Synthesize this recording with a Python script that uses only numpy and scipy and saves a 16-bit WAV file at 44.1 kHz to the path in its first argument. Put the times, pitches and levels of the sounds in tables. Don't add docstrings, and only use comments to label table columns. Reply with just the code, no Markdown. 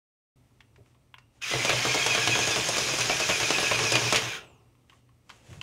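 import sys
import numpy as np
from scipy import signal
from scipy.fft import rfft, irfft
from scipy.io import wavfile
from scipy.ndimage import uniform_filter1d

SR = 44100
rng = np.random.default_rng(int(sys.argv[2]) if len(sys.argv) > 2 else 0)


def int16_out(signal):
    q = np.round(np.clip(np.atleast_2d(signal).T, -1, 1) * 32767)
    wavfile.write(sys.argv[1], SR, q.astype(np.int16))


N = 248142
TIME_S = np.arange(N) / SR

# frequency in Hz, relative level in dB.
AIR_HZ_DB = [(15, -50), (25, -22.5), (55, -6.5), (122, -5.5), (188, -16.5), (253, -11), (340, -17.5),
             (666, -24), (1050, -27.5), (1340, -28), (1450, -34.5), (2170, -30.5), (4500, -37),
             (8580, -39.5), (15500, -45.5)]
BUTTON_BODY_HZ_DB = [(300, -27), (700, -11.5), (1020, 3.5), (1350, -2.5), (1700, -1), (2400, -2.5),
                     (4000, -49)]
BUTTON_RING_HZ_DB = [(1200, -27.5), (2150, -15.5), (2450, -4), (2850, 8.5), (3200, 4), (3700, -10),
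                     (5000, -30)]
BUTTON_SNAP_HZ_DB = [(2000, -8), (3900, 4), (5000, 1.5), (6800, -2.5), (9000, -13), (15000, -27)]
TAP_HZ_DB = [(400, -33), (800, -10), (1080, 7.5), (1400, -8), (2800, -6), (6000, -30)]
WRIST_HZ_DB = [(100, -9), (220, -4), (400, 4), (600, -7), (800, -16), (1500, -40)]
RUB_HZ_DB = [(200, 5), (600, 5.5), (1100, -2), (1800, -1.5), (2800, -0.5), (4500, -7.5), (7000, -4.5),
             (10000, -14), (15000, -29)]
BUMP_HZ_DB = [(25, -24), (60, -13), (90, 10), (130, 1), (200, -16.5), (450, -25), (900, -67)]
THUD_HZ_DB = [(50, -27.5), (150, -7), (230, -10), (320, -0.5), (380, -7.5), (440, 1), (520, -4.5), (630, 0),
              (800, -7), (1100, -5), (1500, -11), (3000, -40.5)]
CLACK_HZ_DB = [(500, -12.5), (1100, -6.5), (1700, 1), (2100, 2.5), (2700, 5), (3600, 0), (4500, -5),
               (7000, -31)]
TICK_HZ_DB = [(2500, -24.5), (4700, -0.5), (6700, 0.5), (8200, -9), (10000, -11), (12500, -25.5),
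              (15500, -34.5)]
SCUFF_HZ_DB = [(24, -46), (40, -16.5), (70, -2), (102, -10), (124, 5), (209, -8), (316, -2), (378, -0.5),
               (439, 2.5), (509, -4), (618, -4), (750, -3), (951, -6), (1060, -2.5), (1400, -16),
               (1820, -39.5), (3080, -120)]
CHATTER_HZ_DB = [(500, -22), (900, -12.5), (1400, -3), (1850, -2.5), (2500, 0.5), (3300, -6.5),
                 (4000, -5.5), (5000, -27.5)]
CLASH_HZ_DB = [(2290, -39.5), (3900, 1), (4510, 0.5), (5090, 5), (5740, 3), (6520, 5), (7400, -3.5),
               (8070, -10.5), (9540, -7.5), (10500, -16.5), (11500, -13.5), (13100, -31.5), (15500, -46)]

# frequency in Hz, wander in Hz, level in dB.
HUM_TONES = [(120.3, 3, -66.5), (5850, 250, -91), (8440, 120, -89)]
# start in seconds, then body, ring and snap levels in relative dB.
BUTTON_CLICKS = [(0.605, -47.5, -53.5, -58), (0.76, -53.5, -64, -62), (1.141, -41, -43, -72),
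                 (1.183, -45.5, -53.5, -54), (4.897, -52, -49.5, -57), (5.294, -46, -52.5, -47.5),
                 (5.301, -37.5, -48, -47), (5.312, -50, -54, -61), (5.613, -38.5, -30.5, -40.5)]
# start in seconds, level in dB.
FINGER_TAPS_S_DB = [(0.86, -64), (0.947, -65.5), (4.752, -65), (4.92, -59), (4.929, -56), (5.09, -63),
                    (5.53, -47)]
WRIST_KNOCKS_S_DB = [(0.779, -57), (0.792, -60), (0.804, -58)]
# centre in seconds, half length in seconds,
# level in dB.
FINGER_RUBS = [(.89, 0.033, -70), (1.37, 0.028, -68), (4.945, 0.041, -66), (5.345, 0.043, -59.5),
               (5.53, 0.06, -54.5)]
HAND_BUMPS = [(.812, .012, -55), (5.518, 0.012, -34), (5.578, 0.027, -40.5)]

# start in seconds, then thud, clack, tick, bench boom and
# gear groan levels in relative dB, then groan lag in seconds.
FOOTFALLS = [(1.537, -27.5, -44, -38, -33, -33.5, 0.07), (1.649, -26.5, -24, -27.5, -40, -29.5, 0.04),
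             (1.73, -29, -28.5, -35.5, -35.5, -35, 0.065), (1.851, -25.5, -36, -34, -37, -30, .059),
             (1.945, -27.5, -32, -28.5, -39.5, -31.5, .06), (2.063, -25, -27, -24.5, -35.5, -25, 0.058),
             (2.178, -29, -26.5, -41, -39.5, -30.5, 0.055), (2.274, -23, -23, -26.5, -34, -25.5, .054),
             (2.39, -24.5, -39.5, -29, -38.5, -31, 0.044), (2.474, -30.5, -29, -27, -40, -31.5, .056),
             (2.56, -29, -23.5, -33, -36.5, -36.5, 0.066), (2.688, -26.5, -32, -26, -43, -35.5, .06),
             (2.768, -33, -28.5, -32, -45.5, -38, 0.056), (2.885, -34.5, -36.5, -33, -42, -36, .035),
             (2.986, -29.5, -35, -26.5, -34.5, -35, .035), (3.097, -26, -26, -46, -47.5, -33.5, .032),
             (3.2, -29, -30.5, -27.5, -47.5, -30.5, 0.036), (3.291, -27, -27.5, -31.5, -53, -28, .051),
             (3.401, -28.5, -31, -29.5, -40.5, -30.5, 0.051), (3.505, -20, -24, -25.5, -44, -28, 0.051),
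             (3.584, -27.5, -24.5, -34.5, -40, -28, 0.08), (3.712, -24, -23, -35, -37.5, -28, 0.04),
             (3.791, -28, -23.5, -37.5, -32.5, -29, 0.087), (3.92, -25.5, -25.5, -23, -32.5, -26, 0.035),
             (4.019, -32, -40, -40.5, -33.5, -32.5, .062), (4.125, -20.5, -24, -22, -38.5, -28.5, .02),
             (4.221, -35.5, -45.5, -44, -39.5, -46, .05)]
# start in seconds, then thud, clack and tick levels
# in relative dB.
JOINT_KNOCKS = [(1.513, -34.5, -27.5, -47), (1.694, -25, -21.5, -26.5), (2.149, -27, -24, -31),
                (2.353, -29, -23.5, -32), (2.508, -31, -32, -33), (2.782, -28.5, -28.5, -27),
                (2.937, -27.5, -33.5, -34), (3.007, -33, -29.5, -30), (3.298, -28.5, -24.5, -30.5),
                (3.43, -35.5, -25.5, -43), (3.628, -29.5, -33.5, -32.5), (3.839, -31, -29.5, -33.5),
                (3.954, -24, -19, -25), (4.146, -42.5, -21.5, -29.5), (4.159, -28.5, -21, -22.5)]
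# centre in seconds,
# half length in seconds, pitch in Hz, relative level in dB.
JOINT_SQUEAKS = [(2.064, 0.0061, 10300, -45), (2.135, 0.019, 13900, -58), (2.53, 0.014, 3530, -35.5),
                 (2.77, .018, 7150, -38), (3.118, 0.014, 2290, -31), (3.405, .01, 13060, -59),
                 (3.61, 0.0091, 9860, -40.5), (3.83, .025, 5560, -34), (3.9, 0.047, 5120, -37),
                 (3.96, 0.013, 4730, -36.5)]
SLACK_JOLTS = [(1.443, 0.011, 2484, -32), (4.31, .025, 2415, -38)]

# time in seconds, whistle pitch in Hz, relative level in dB.
ROTOR_S_HZ_DB = [(4.42, 8150, -80), (4.45, 8200, -73), (4.49, 7570, -70), (4.53, 7100, -75),
                 (4.58, 6020, -79.5), (4.62, 4960, -84)]
# time in seconds, tooth rate in Hz,
# relative level in dB.
FIRST_MESH_S_HZ_DB = [(1.41, 1500, -60), (1.5, 2010, -38), (1.8, 2167, -38.5), (1.95, 2210, -33),
                      (2.2, 2253, -36), (2.7, 2242, -47), (3.1, 2259, -45), (3.7, 2264, -41.5),
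                      (4.15, 2197, -44.5), (4.3, 1650, -50), (4.37, 1455, -37), (4.43, 1300, -66)]
SECOND_MESH_S_HZ_DB = [(1.5, 2610, -55.5), (1.7, 2990, -44), (1.92, 3113, -38), (2.08, 3290, -34),
                       (2.3, 3283, -37.5), (2.55, 3490, -45.5), (2.7, 3360, -46.5)]
SLOW_MESH_S_HZ_DB = [(1.85, 1633, -55), (2.0, 1657, -41.5), (2.25, 1654, -36), (2.55, 1662, -40),
                     (2.8, 1650, -59), (3.2, 1660, -43), (3.6, 1672, -40.5), (3.95, 1670, -40.5),
                     (4.1, 1645, -49)]
# centre in Hz, width in Hz, relative level in dB.
SHELL_MODES = [(1440, 250, -12.5), (1648, 78, -3.5), (2140, 300, -12), (2170, 140, -8.5), (2478, 130, -2.5),
               (2750, 94, -1.5), (3130, 380, -3), (3700, 220, -9.5)]
# time in seconds, relative level in dB.
CHATTER_S_DB = [(1.5, -28.5), (2.25, -28), (2.7, -29.5), (3.2, -29.5), (3.6, -28.5), (4.3, -29.5)]

OPEN_S, TOP_HZ = 0.357, 15700
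MOTOR_ON_S, GEARS_LOCK_S, FULL_SPEED_HZ = 1.421, 4.362, 2273
CHATTER_DB_PER_OCTAVE, CLASH_DB_PER_OCTAVE = 9, 23
LOAD_ATTACK_S, LOAD_HOLD_S, LOAD_RELEASE_S = 0.015, 0.05, 0.014
GROAN_HALF_S, GROAN_RATIO, GROAN_SCATTER = 0.019, 1.106, 0.012


def undb(db):
    return 10 ** (np.asarray(db) / 20)


def unit(x):
    return x / np.sqrt(np.mean(x ** 2))


def phase_rad(hz):
    return 2 * np.pi * np.cumsum(hz) / SR


def curve(table, column):
    rows = np.array(table)
    return np.interp(TIME_S, rows[:, 0], rows[:, column])


def gate(start_s, end_s, rise_s, fall_s):
    return np.exp(-np.maximum(start_s - TIME_S, 0) / rise_s - np.maximum(TIME_S - end_s, 0) / fall_s)


def swell(table, rise_s=0.014, fall_s=0.097):
    return undb(curve(table, 2)) * gate(table[0][0], table[-1][0], rise_s, fall_s)


def strokes(table):
    return sum(undb(db) * np.exp(-((TIME_S - s) / half_s) ** 2 / 2) for s, half_s, db in table)


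def colour(x, outline):
    hz, db = np.transpose(outline)
    grid_hz = np.maximum(np.fft.rfftfreq(4096, 1 / SR), 1)
    cepstrum = irfft(np.log(undb(np.interp(np.log(grid_hz), np.log(hz), db))))
    half = len(cepstrum) // 2
    cepstrum[1:half] *= 2
    cepstrum[half + 1:] = 0
    return signal.fftconvolve(x, irfft(np.exp(rfft(cepstrum))))[:len(x)]


def ring(x, hz, width_hz):
    return signal.lfilter(*signal.iirpeak(hz, hz / width_hz, fs=SR), x)


def wander(rate_hz):
    hold = int(SR / rate_hz)
    stairs = np.repeat(rng.standard_normal(N // hold + 1), hold)
    return unit(uniform_filter1d(stairs, hold)[:N])


def grains(rate_hz, spread_db):
    impulses = (rng.random(N) < rate_hz / SR) * rng.choice([-1, 1], N)
    return unit(impulses * undb(spread_db * rng.standard_normal(N)))


def blows(table, column, outline, crack_s, bounce_db, bounce_s):
    out, age_s = np.zeros(N + SR), TIME_S[:SR // 4]
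    for row in table:
        noise = rng.standard_normal((3, len(age_s)))
        crack = noise[0] * np.exp(-age_s / crack_s)
        rebounds = undb(bounce_db) * unit(noise[1] * noise[2] ** 2) * np.exp(-age_s / bounce_s)
        hit = colour(crack + rebounds, outline)
        peak_rms = np.sqrt(uniform_filter1d(hit ** 2, SR // 250).max())
        start = int(row[0] * SR)
        out[start:start + len(age_s)] += hit * undb(row[column]) / peak_rms
    return out[:N]


def whine(hz, jitter, flutter_db, overtone_db):
    phase = phase_rad(hz * (1 + jitter * wander(500)))
    tone = np.sin(phase) + undb(overtone_db) * np.sin(2 * phase)
    return unit(tone * undb(flutter_db * wander(280)))


def sagging_tones(table, sag, jitter, flutter_db, overtone_db):
    out = np.zeros(N)
    wobble = 1 + jitter * wander(800)
    flutter = unit(undb(flutter_db * np.tanh(wander(450))))
    for centre_s, half_s, hz, db in table:
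        span = np.abs(TIME_S - centre_s) < 3 * half_s
        offset = (TIME_S[span] - centre_s) / half_s
        droop = 1 + sag * (np.exp(-np.maximum(offset, -2)) - 1)
        phase = phase_rad(hz * droop * wobble[span])
        tone = np.sin(phase) + undb(overtone_db) * np.sin(2 * phase) * (hz < SR / 5)
        out[span] += undb(db) * np.sqrt(2) * tone * flutter[span] * np.exp(-offset ** 2 / 2)
    return out


def workshop():
    air = unit(colour(rng.standard_normal(N), AIR_HZ_DB)) * undb(-64 + wander(1.9))
    hum = sum(undb(db) * np.sqrt(2) * np.sin(phase_rad(hz + drift_hz * wander(10 * drift_hz)))
              for hz, drift_hz, db in HUM_TONES)
    return air + hum


def wall_reflections(x, t60_s, wet_db):
    age_s = TIME_S[:SR // 2]
    tail = rng.standard_normal(len(age_s)) * undb(-60 * age_s / t60_s) * (age_s > 0.005)
    tail = colour(tail, [(100, -1.5), (1000, 4.0), (3000, -1.0), (8000, -1.5), (15000, -6.5)])
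    return undb(wet_db) * signal.fftconvolve(x, tail / np.linalg.norm(tail))[:N]


def hanging_tools(x, hz, width_hz, t60_s, wet_db):
    band = ring(ring(rng.standard_normal(SR), hz, width_hz), hz, width_hz)
    tail = band * undb(-60 * TIME_S[:SR] / t60_s)
    return undb(wet_db) * signal.fftconvolve(x, tail / np.linalg.norm(tail))[:N]


def buttons():
    body = blows(BUTTON_CLICKS, 1, BUTTON_BODY_HZ_DB, crack_s=0.0046, bounce_db=-29, bounce_s=0.0085)
    case = blows(BUTTON_CLICKS, 2, BUTTON_RING_HZ_DB, crack_s=0.0042, bounce_db=-12.5, bounce_s=0.011)
    snap = blows(BUTTON_CLICKS, 3, BUTTON_SNAP_HZ_DB, crack_s=0.003, bounce_db=-4, bounce_s=0.011)
    return undb(-3) * body + undb(-0.5) * case + undb(-2) * snap


def hands():
    taps = blows(FINGER_TAPS_S_DB, 1, TAP_HZ_DB, crack_s=0.0049, bounce_db=-15, bounce_s=0.015)
    wrist = blows(WRIST_KNOCKS_S_DB, 1, WRIST_HZ_DB, crack_s=0.0086, bounce_db=-5, bounce_s=0.016)
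    rubs = unit(colour(grains(rate_hz=6600, spread_db=3.5), RUB_HZ_DB)) * strokes(FINGER_RUBS)
    bumps = unit(colour(rng.standard_normal(N), BUMP_HZ_DB)) * strokes(HAND_BUMPS)
    return taps + wrist + rubs + bumps


def coasting_rotor():
    hz, start_s = curve(ROTOR_S_HZ_DB, 1), ROTOR_S_HZ_DB[0][0]
    upper = whine(1.58 * hz, jitter=0.005, flutter_db=4, overtone_db=-80)
    upper *= gate(start_s, start_s, rise_s=0.02, fall_s=0.05)
    whistle = whine(hz, jitter=0.008, flutter_db=3, overtone_db=-36.5)
    return (undb(-1) * whistle + undb(-7) * upper) * swell(ROTOR_S_HZ_DB, fall_s=0.015)


def foot_load():
    load = np.zeros(N)
    for start_s, _, _, _, boom_db, _, _ in FOOTFALLS:
        attack = np.clip((TIME_S - start_s) / LOAD_ATTACK_S, 0, 1)
        lift_s = start_s + LOAD_ATTACK_S + LOAD_HOLD_S
        load += undb(boom_db) * attack * gate(start_s, lift_s, LOAD_ATTACK_S, LOAD_RELEASE_S)
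    return load


def foot_scuff(load):
    walking = gate(FOOTFALLS[0][0], FOOTFALLS[-1][0], rise_s=0.035, fall_s=0.12)
    friction = unit(colour(grains(rate_hz=1200, spread_db=0.5), SCUFF_HZ_DB))
    return friction * np.hypot(undb(-39.5) * walking, undb(-4.5) * load)


def bench_boom(load):
    mode_hz = 120 * (1 + 0.0508 * wander(35))
    return undb(-2.5) * unit(np.sin(phase_rad(mode_hz)) * undb(2 * wander(45))) * load


def legs():
    hits = list(FOOTFALLS) + list(JOINT_KNOCKS)
    thuds = blows(hits, 1, THUD_HZ_DB, crack_s=0.004, bounce_db=-8, bounce_s=0.029)
    clacks = blows(hits, 2, CLACK_HZ_DB, crack_s=0.00089, bounce_db=-10, bounce_s=0.02)
    ticks = blows(hits, 3, TICK_HZ_DB, crack_s=0.0047, bounce_db=-3.5, bounce_s=0.01)
    squeaks = sagging_tones(JOINT_SQUEAKS, sag=0.008, jitter=0.028, flutter_db=10.5, overtone_db=-31.5)
    return undb(1.75) * thuds + undb(1.5) * clacks + undb(0.2) * ticks + undb(0.5) * squeaks


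def gear_groan(mesh_hz):
    ratios = GROAN_RATIO * (1 + GROAN_SCATTER * rng.standard_normal(len(FOOTFALLS)))
    lifts = [(s + lag_s, GROAN_HALF_S, ratio * np.interp(s + lag_s, TIME_S, mesh_hz), db)
             for (s, *_, db, lag_s), ratio in zip(FOOTFALLS, ratios)]
    groans = lifts + list(SLACK_JOLTS)
    return undb(-0.5) * sagging_tones(groans, sag=0.02, jitter=0.026, flutter_db=4, overtone_db=-12.5)


def shifting_contacts(x, depth_db, step_hz=450):
    hz, spectrum = np.fft.rfftfreq(N, 1 / SR), rfft(x)
    bands = (irfft(spectrum * np.maximum(1 - np.abs(hz - centre_hz) / step_hz, 0), N)
             for centre_hz in np.arange(0, TOP_HZ + step_hz, step_hz))
    return unit(sum(band * undb(depth_db * wander(21.996)) for band in bands))


def gear_rattle(mesh_hz):
    runout = 1 + 0.07 * np.sin(phase_rad(mesh_hz / 8))
    knocks = grains(rate_hz=3200, spread_db=4) * runout
    shell = unit(sum((-1) ** k * undb(db) * ring(knocks, hz, width_hz)
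                     for k, (hz, width_hz, db) in enumerate(SHELL_MODES)))
    patter = unit(colour(grains(rate_hz=4000, spread_db=3) * runout, CHATTER_HZ_DB))
    chatter = undb(-6.5) * shell + undb(-6) * patter
    hiss = 1.6 * rng.standard_normal(N) * runout
    clash = shifting_contacts(colour(knocks + hiss, CLASH_HZ_DB), depth_db=2)
    speed_octaves = np.log2(mesh_hz / FULL_SPEED_HZ)
    chatter *= undb(curve(CHATTER_S_DB, 1) + CHATTER_DB_PER_OCTAVE * speed_octaves)
    chatter *= gate(MOTOR_ON_S, GEARS_LOCK_S, rise_s=0.0032, fall_s=0.037)
    clash *= undb(-32 + CLASH_DB_PER_OCTAVE * speed_octaves)
    clash *= gate(MOTOR_ON_S, GEARS_LOCK_S, rise_s=0.0027, fall_s=0.037)
    return chatter + clash


def gear_whine(mesh_hz):
    first = whine(mesh_hz, jitter=0.024, flutter_db=6, overtone_db=-10.5)
    second = whine(curve(SECOND_MESH_S_HZ_DB, 1), jitter=0.01, flutter_db=4.5, overtone_db=-12.5)
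    slow = whine(curve(SLOW_MESH_S_HZ_DB, 1), jitter=0.026, flutter_db=1.5, overtone_db=-10)
    return (undb(-2.5) * first * swell(FIRST_MESH_S_HZ_DB, rise_s=0.0033)
            + undb(-2) * second * swell(SECOND_MESH_S_HZ_DB)
            + undb(-3) * slow * swell(SLOW_MESH_S_HZ_DB))


def scene():
    mesh_hz, load = curve(FIRST_MESH_S_HZ_DB, 1), foot_load()
    gears = gear_whine(mesh_hz) + gear_rattle(mesh_hz) + gear_groan(mesh_hz)
    steps = legs() + foot_scuff(load) + bench_boom(load)
    direct = gears + steps + coasting_rotor() + buttons() + hands()
    walls = wall_reflections(direct, t60_s=0.22, wet_db=-15)
    tools = hanging_tools(direct, hz=2750, width_hz=400, t60_s=0.62, wet_db=-29)
    return (direct + walls + tools + workshop())[None]


def record(dry):
    fade_in = np.clip((TIME_S - OPEN_S) / 0.0033, 0, 1)
    lowpass = signal.ellip(12, 0.1, 80, TOP_HZ, fs=SR, output="sos")
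    return signal.sosfilt(lowpass, dry * fade_in)


dry = scene()
out = record(dry)
int16_out(out)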